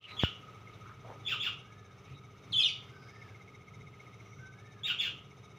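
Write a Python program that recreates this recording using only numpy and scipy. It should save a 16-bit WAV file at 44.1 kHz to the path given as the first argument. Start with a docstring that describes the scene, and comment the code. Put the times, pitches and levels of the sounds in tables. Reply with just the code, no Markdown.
"""In a small walled garden, a distant pump throbs and ticks about 15 times a second over a low rumble.
The hand-held, nearly mono microphone takes soft scuffs and one bump as a tailorbird starts to scold:
sharp chips that whistle up and rasp down, one at first and two more a second later.
Another bird whistles faintly, far off. At 2.5 s the tailorbird lets out a louder slurred squeal;
the pump chafes, the far bird whistles twice more, and two last chips come near 5 s."""
import sys
import numpy as np
from scipy import signal
from scipy.fft import rfft, irfft, next_fast_len
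from scipy.io import wavfile
from scipy.ndimage import map_coordinates

SR = 44100
rng = np.random.default_rng(int(sys.argv[2]) if len(sys.argv) > 2 else 0)


def unload_audio(sound):
    """Save the sound as a 16-bit wav file, at the path given as the first command line argument."""
    columns = np.transpose(np.atleast_2d(sound))
    # keep every value between -1 and 1, then stretch to whole-number steps
    steps = np.round(np.clip(columns, -1, 1) * 32767)
    wavfile.write(sys.argv[1], SR, steps.astype(np.int16))


N = 246078
TOP_HZ = 15600
NOTE_EDGE_S = 0.003


def amp(db):
    """Decibels to gain."""
    return 10 ** (np.asarray(db) / 20)


def unit(x):
    """Scaled to rms 1."""
    return x / np.sqrt(np.mean(np.abs(x) ** 2) + 1e-20)


def along(points, hz):
    """Read (Hz, value) points on a log frequency axis."""
    freqs, values = np.transpose(points)
    return np.interp(np.log(hz + 1), np.log(freqs + 1), values)


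def clock():
    """The time of every sample."""
    return np.arange(N) / SR


def span(length):
    """Time along a note of this length."""
    return np.arange(max(round(length * SR), 64)) / SR


def fader(points):
    """A gain that rides through (seconds, dB) points."""
    times, levels_db = np.transpose(points)
    return amp(np.interp(clock(), times, levels_db))


def swell(start, length):
    """A smooth rise and fall."""
    return np.sin(np.pi * np.clip((clock() - start) / length, 0, 1))


def fade(t, edge):
    """Soft start and end of a note, edge seconds long."""
    return np.sin(np.pi / 2 * np.clip(np.minimum(t, t[-1] - t) / edge, 0, 1)) ** 2


def wobble(rate, size=N):
    """A smooth random curve, rate knots a second."""
    knots = rng.standard_normal(int(size * rate / SR) + 4)
    return map_coordinates(knots, [np.arange(size) * rate / SR])


def filtered(x, response):
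    """Filter x by a complex response of frequency."""
    size = next_fast_len(N + SR // 2)
    return irfft(rfft(x, size) * response(np.fft.rfftfreq(size, 1 / SR)), size)[..., :N]


def resonance(f, hz, width):
    """Response of one resonance."""
    return 1j * f * width / (hz * hz - f * f + 1j * f * width)


def noise(response):
    """Coloured noise of rms 1."""
    return unit(filtered(rng.standard_normal(N), response))


def add(track, start, sound):
    """Mix a sound into the track, start seconds in."""
    part = track[max(round(start * SR), 0):][:len(sound)]
    part += sound[:len(part)]


def outdoors():
    """A low rumble that swells now and then, under a gently wavering wash of air."""
    # The colours of the rumble and the air. Each row: frequency in Hz, relative level in dB.
    rumble_eq = [(25, -29.5), (50, -8.5), (80, -11), (105, 7), (140, 3), (200, -13), (320, -13), (600, -55),
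                 (3000, -60)]
    air_eq = [(88, -30), (150, -16), (234, -10.5), (411, -9.5), (877, -16), (1110, -14.5), (1270, -8.5),
              (1660, -22), (2180, -15.5), (2550, -18), (3760, -24), (4560, -31.5), (5990, -30),
              (8010, -43.5), (15500, -43)]
    # Swells of the rumble. Each row: time of the peak in seconds, length in seconds, level in dB.
    surges = [(1.15, 1.5, -56), (2.132, 0.1, -48.5), (2.535, 0.17, -46.5), (3.826, 0.28, -52.5),
              (4.382, 0.28, -54), (5.135, 0.36, -54.5)]
    # The air's fader ride. Each row: time in seconds, level in dB.
    air_ride = [(0, -57.5), (1.3, -59.5), (1.9, -63), (2.6, -60.5), (3.4, -61.5), (5.58, -63)]
    surging = sum(amp(db) * swell(peak - length / 2, length) for peak, length, db in surges)
    bed = amp(-59 + wobble(9))
    rumble = np.hypot(bed, surging) * noise(lambda f: amp(along(rumble_eq, f)))
    breeze = amp(1.1 * wobble(12))
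    air = fader(air_ride) * breeze * noise(lambda f: amp(along(air_eq, f)))
    return rumble + air


def chafing(start_s=2.52, length_s=2.26, edge_s=0.62, rest_db=-75.5, chafe_db=-63):
    """The gain of the pump's squeak: it grows, holds while the pump chafes, and eases off."""
    t = clock() - start_s
    friction = np.clip(np.minimum(t, length_s - t) / edge_s, 0, 1)
    return amp(rest_db + (chafe_db - rest_db) * friction)


def pump(stroke_hz=15.33, first_stroke_s=0.033):
    """Every stroke feeds the drone, rattles the casing and rubs out a squeak; the housing whirs on."""
    # The drone's partials. Each row: multiple of the stroke rate, rms level in dB.
    partials = [(4, -85), (5, -72), (6, -68.5), (7, -61), (8, -66.5), (9, -70.5), (10, -75.5), (12, -66.5),
                (13, -74), (16, -87), (17, -79.5), (25, -77), (26, -70.5), (27, -73.5), (28, -74),
                (29, -81.5), (30, -74.5), (33, -83.5)]
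    # The casing's resonances. Each row: centre in Hz, width in Hz, relative level in dB.
    modes = [(755, 155, -0.5), (2233, 87, 6.5), (3740, 153, -1), (5300, 370, -14), (6090, 650, -9),
             (9400, 390, -20.5)]
    # The whir's fader ride. Each row: time in seconds, level in dB.
    whir_ride = [(0, -58), (1.2, -62), (2.0, -65), (5.58, -66.5)]
    turn = 2 * np.pi * stroke_hz * (clock() - first_stroke_s)
    drifting_turn = turn + 0.0029 * wobble(1.9)
    drone = sum(amp(db) * np.sqrt(2) * np.sin(k * drifting_turn + rng.uniform(0, 2 * np.pi))
                for k, db in partials)
    strokes = unit(np.exp(0.9 * np.cos(turn)) * amp(2 * wobble(15)))
    casing = noise(lambda f: sum(amp(db) * np.abs(resonance(f, hz, width)) ** 2
                                 for hz, width, db in modes))
    rubs = unit(np.exp(2.3 * np.cos(turn + 0.5)))  # just ahead of each stroke
    squeak = rubs * noise(lambda f: resonance(f, hz=2152, width=120) ** 2)
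    whir = noise(lambda f: resonance(f, hz=1256, width=65) ** 2)
    return drone + amp(-68) * strokes * casing + chafing() * squeak + fader(whir_ride) * whir


def scuffs():
    """Faint scuffs, rustles and thin far-off twitters: brief, grainy swells of noise."""
    # Each row: start in seconds, length in seconds, centre in Hz, width in Hz, level in dB.
    swells = [(0, 0.078, 2910, 1060, -42), (0.058, 0.085, 2410, 2000, -47), (0.063, 0.12, 3910, 750, -54.5),
              (0.078, 0.16, 1140, 1820, -59), (0.417, 0.64, 2930, 1550, -77.5), (.658, .06, 2160, 250, -60),
              (.727, 0.037, 3730, 600, -60.5), (0.836, 0.12, 1280, 740, -53),
              (1.027, 0.15, 640, 1260, -51.5), (2.042, 0.13, 2450, 2050, -63),
              (2.137, 0.064, 3780, 350, -62), (2.803, 0.56, 5040, 1200, -71.5),
              (4.14, 0.4, 5900, 1070, -72.5)]
    rustle = np.zeros(N)
    for start, length, hz, width, db in swells:
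        band = noise(lambda f: resonance(f, hz, width / 2) ** 2)
        rustle += amp(db) * swell(start, length) * band
    grain = unit(amp(2.2 * wobble(250)))
    return rustle * grain


def syrinx(hz, slope_db, count):
    """Harmonics tilt by slope_db an octave; the throat lifts whichever passes through its resonance."""
    # The bird's windpipe and open beak. Each row: frequency in Hz, gain in dB.
    throat = [(900, -66), (1250, -11), (1800, -21.5), (2350, -14), (2900, 8), (3550, -3), (4200, -16),
              (5600, -16), (7100, -31), (8200, -41.5), (10300, -44.5), (12000, -53.5), (15000, -51)]
    k = np.arange(1, count + 1)[:, None]
    phase = 2 * np.pi * np.cumsum(hz) / SR
    gain = amp(along(throat, k * hz) + slope_db * np.log2(k)) * (k * hz < TOP_HZ)
    return np.sum(gain * np.sin(k * phase), axis=0)


def chip_shape(whistle_s, crest, rasp_s, top_hz, end_hz, steepness,
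               whistle_db, swell_db, rasp_db, end_db, end_rough):
    """Time, pitch, level and roughness of a chip: it arches, catches, then drops into a sagging rasp."""
    climb, whistle_rough = 0.1223, 0.13  # the climb is a share of the top pitch
    rasp_hz, rasp_rough = 2488, 0.43  # just after the break
    catch_db, catch_s = 14, 0.0013
    t = span(whistle_s + rasp_s)
    whistling = t < whistle_s
    into_whistle = np.clip(t / whistle_s, 0, 1)
    into_rasp = np.clip((t - whistle_s) / rasp_s, 0, 1)
    arch_hz = top_hz * (1 - climb * (1 - into_whistle / crest) ** 2)
    sag_hz = end_hz + (rasp_hz - end_hz) * (1 - into_rasp) ** steepness
    hz = np.where(whistling, arch_hz, sag_hz)
    rising_db = whistle_db - swell_db * (1 - into_whistle) ** 1.53
    db = np.where(whistling, rising_db, rasp_db + (end_db - rasp_db) * into_rasp)
    db -= catch_db * np.exp(-((t - whistle_s) / catch_s) ** 2)
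    rough = np.where(whistling, whistle_rough, rasp_rough + (end_rough - rasp_rough) * into_rasp)
    return t, hz, db, rough


def chips():
    """A clean whistle jumps down into a rasp, whose second harmonic takes over the throat's resonance."""
    # The scolding. Each row: start in seconds, whistle length in seconds, share of it spent climbing,
    # rasp length in seconds, top and final pitch in Hz, steepness of the fall, whistle drive and its
    # swell in dB, first and last rasp drive in dB, final roughness from 0 to 1, noise gain in dB.
    calls = [ (0.166, .035, 0.47, 0.055, 3520, 1397, 1.93, -31.5, 15.5, -32.5, -29.5, 0.4, -7.5),
             (1.261, 0.021, 0.54, 0.066, 3578, 1260, 1.88, -29.5, 9.5, -31.5, -26.5, 0.21, -5.5),
             (1.396, 0.033, .8, .061, 3554, 1195, 1.53, -29.5, 13.5, -29.5, -29, 0.24, -6),
             (4.833, .032, 0.68, .060, 3743, 1400, 3.3, -24, 13, -26, -34, 0.49, -7),
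             (4.986, .021, 0.6, 0.071, 3553, 1438, 1.5, -24.5, 9, -26.5, -35.5, 0.65, -7), ]
    # The colour of the noise with the rasp: breath, plus a thin 15 kHz recorder fizz.
    # Each row: frequency in Hz, relative level in dB.
    noise_eq = [(1500, -13.5), (2800, 15), (4500, -36), (7000, -10.5), (8500, -31), (12500, -32.5),
                (15000, -13.5)]
    voice, noise_gain = np.zeros(N), np.zeros(N)
    for start, *shape, noise_db in calls:
        t, hz, db, rough = chip_shape(*shape)
        gain = amp(db) * fade(t, NOTE_EDGE_S)
        hz = hz * (1 + (0.0059 + 0.1074 * rough) * wobble(696, len(t)))
        flutter = unit(amp(10 * rough * wobble(347, len(t))))
        slope_db = np.interp(hz, [1260, 1858, 2420, 3440], [-8, -6.5, -5, 2])  # higher is brighter
        add(voice, start, gain * flutter * syrinx(hz, slope_db, count=4))
        add(noise_gain, start, gain * rough * amp(noise_db))
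    return voice + noise_gain * noise(lambda f: amp(along(noise_eq, f)))


def bump(start_s=0.2357, decay_s=0.03, soft_hz=1900):
    """A knock on the microphone: a pressure step that swings back through the bass cut."""
    def bass_cut(f, hz, width):
        return resonance(f, hz, width) * 1j * f / width

    def thud(f):
        treble_cut = 1 / (1 - (f / soft_hz) ** 2 + 1.1j * f / soft_hz)
        return bass_cut(f, hz=75, width=45) * bass_cut(f, hz=105, width=130) * treble_cut

    t = clock() - start_s
    step = (t > 0) * np.exp(-np.abs(t) / decay_s)
    return amp(-11.5) * filtered(step, thud)


def slurs():
    """Falling notes run together into the squeal; strain makes them brighter, shakier and airier."""
    # One faint lead-in to a chip, then the squeal. Each row: start and length in seconds, first and
    # last pitch in Hz, steepness of the fall, first and last drive in dB, strain from 0 to 1.
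    notes = [ (1.234, 0.027, 3660, 3370, 0.96, -60, -42.5, .2),
             (2.52, .035, 4670, 3086, 3.2, -24, -39, 0.41),
             (2.558, .039, 3480, 3316, 0.95, -26, -21.5, 0.43),
             (2.594, 0.026, 2780, 2485, 3.6, -30, -32.5, 0.75),
             (2.598, .027, 3270, 3108, 0.944, -26.5, -29.5, 0.4),
             (2.617, 0.019, 4300, 3960, 0.81, -25, -25, 0.5), (2.632, .019, 3803, 3470, 1.9, -17, -27, 0.1),
             (2.644, .030, 3034, 2770, 1.1, -36.5, -38, 1.0),
             (2.676, .019, 2720, 2136, 1.08, -34, -27, 0.55), ]
    # The colour of the noise with the squeal: breath, plus a thin 15 kHz recorder fizz.
    # Each row: frequency in Hz, relative level in dB.
    noise_eq = [(1800, -0.5), (3200, 13.5), (5800, -4.5), (7800, -13), (10800, 0.5), (12300, -51),
                (15000, -13)]
    voice, noise_gain = np.zeros(N), np.zeros(N)
    for start, length, first_hz, last_hz, steepness, first_db, last_db, strain in notes:
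        t = span(length)
        remaining = 1 - t / t[-1]
        hz = last_hz + (first_hz - last_hz) * remaining ** steepness
        hz *= 1 + (0.008 + 0.007 * strain) * wobble(800, len(t))
        db = last_db + (first_db - last_db) * remaining
        gain = amp(db + 2 * strain * wobble(300, len(t))) * fade(t, NOTE_EDGE_S)
        add(voice, start, gain * syrinx(hz, slope_db=-10 + 18.2 * strain, count=3))
        add(noise_gain, start, gain * strain)
    return voice + amp(-21.5) * noise_gain * noise(lambda f: amp(along(noise_eq, f)))


def far_bird(held_hz=1526, arch_s=0.29, arch_lean=0.99):
    """Whistles that hold, arch up and drop, wavering on their way through the air."""
    # Each row: start and hold in seconds, top pitch in Hz, dry levels of the onset and the arch in dB.
    whistles = [(1.579, 0.037, 1750, -84, -75.5), (2.91, 0.11, 1817, -64.5, -72),
                (4.39, .13, 1798, -59.5, -74)]
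    voice = np.zeros(N)
    for start, hold_s, top_hz, onset_db, arch_db in whistles:
        t = span(hold_s + arch_s)
        into_arch = np.clip((t - hold_s) / arch_s, 0, 1)
        hz = held_hz + (top_hz - held_hz) * np.sin(np.pi * into_arch ** arch_lean)
        hz *= 1 + 0.012 * wobble(120, len(t))
        db = onset_db + (arch_db - onset_db) * np.clip(t / hold_s, 0, 1) ** 2
        tone = np.sin(2 * np.pi * np.cumsum(hz) / SR)
        add(voice, start, amp(db) * fade(t, edge=0.0072) * tone)
    return voice


def yard(x, near_db, tail_db):
    """Close surfaces answer within a few hundredths of a second; the whole yard rings on."""
    # The yard's reverb. Each row: frequency in Hz, seconds to die away by 60 dB.
    decay_times = [(200, 0.54), (1500, 0.28), (3000, 0.36), (6000, 0.34), (14000, 0.14)]
    # Early reflections. Each row: delay in seconds, level in dB relative to near_db.
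    walls = [(.0037, -19.5), (.0083, -1.5), (0.011, -5), (.0176, -17), (.0243, -12), (.0318, -30)]
    hz, t, spectrum = signal.stft(rng.standard_normal(SR * 3 // 4), SR, nperseg=256)
    decay = amp(-60 * t / along(decay_times, hz)[:, None])
    tail = signal.istft(spectrum * decay, SR, nperseg=256)[1]
    tail *= np.clip(np.arange(len(tail)) / SR / 0.0053, 0, 1)  # soften the attack
    echo = amp(tail_db) * tail / np.linalg.norm(tail)
    for delay, db in walls:
        echo[round(delay * SR)] += amp(near_db + db)
    return x + signal.fftconvolve(x, echo)[:N]


def scene():
    """All sources reach both channels alike, but for a trace of hiss; the far bird is mostly echo."""
    tailorbird = yard(chips(), near_db=-5, tail_db=-0.5) + yard(slurs(), near_db=-4, tail_db=-1)
    far = amp(-1.5) * yard(far_bird(), near_db=-39, tail_db=10.5)
    mid = tailorbird + far + pump() + outdoors() + scuffs() + bump()
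    side_hiss = amp(-78.5) * noise(lambda f: 1 / np.sqrt(1 + (f / 1400) ** 2))
    return np.array([mid + side_hiss, mid - side_hiss])


def record(dry):
    """The mix fades in quickly and is cut off above the band limit."""
    fade_in = np.clip(clock() / 0.15, 0, 1)
    return filtered(dry * fade_in, lambda hz: hz < TOP_HZ)


dry = scene()
out = record(dry)
unload_audio(out)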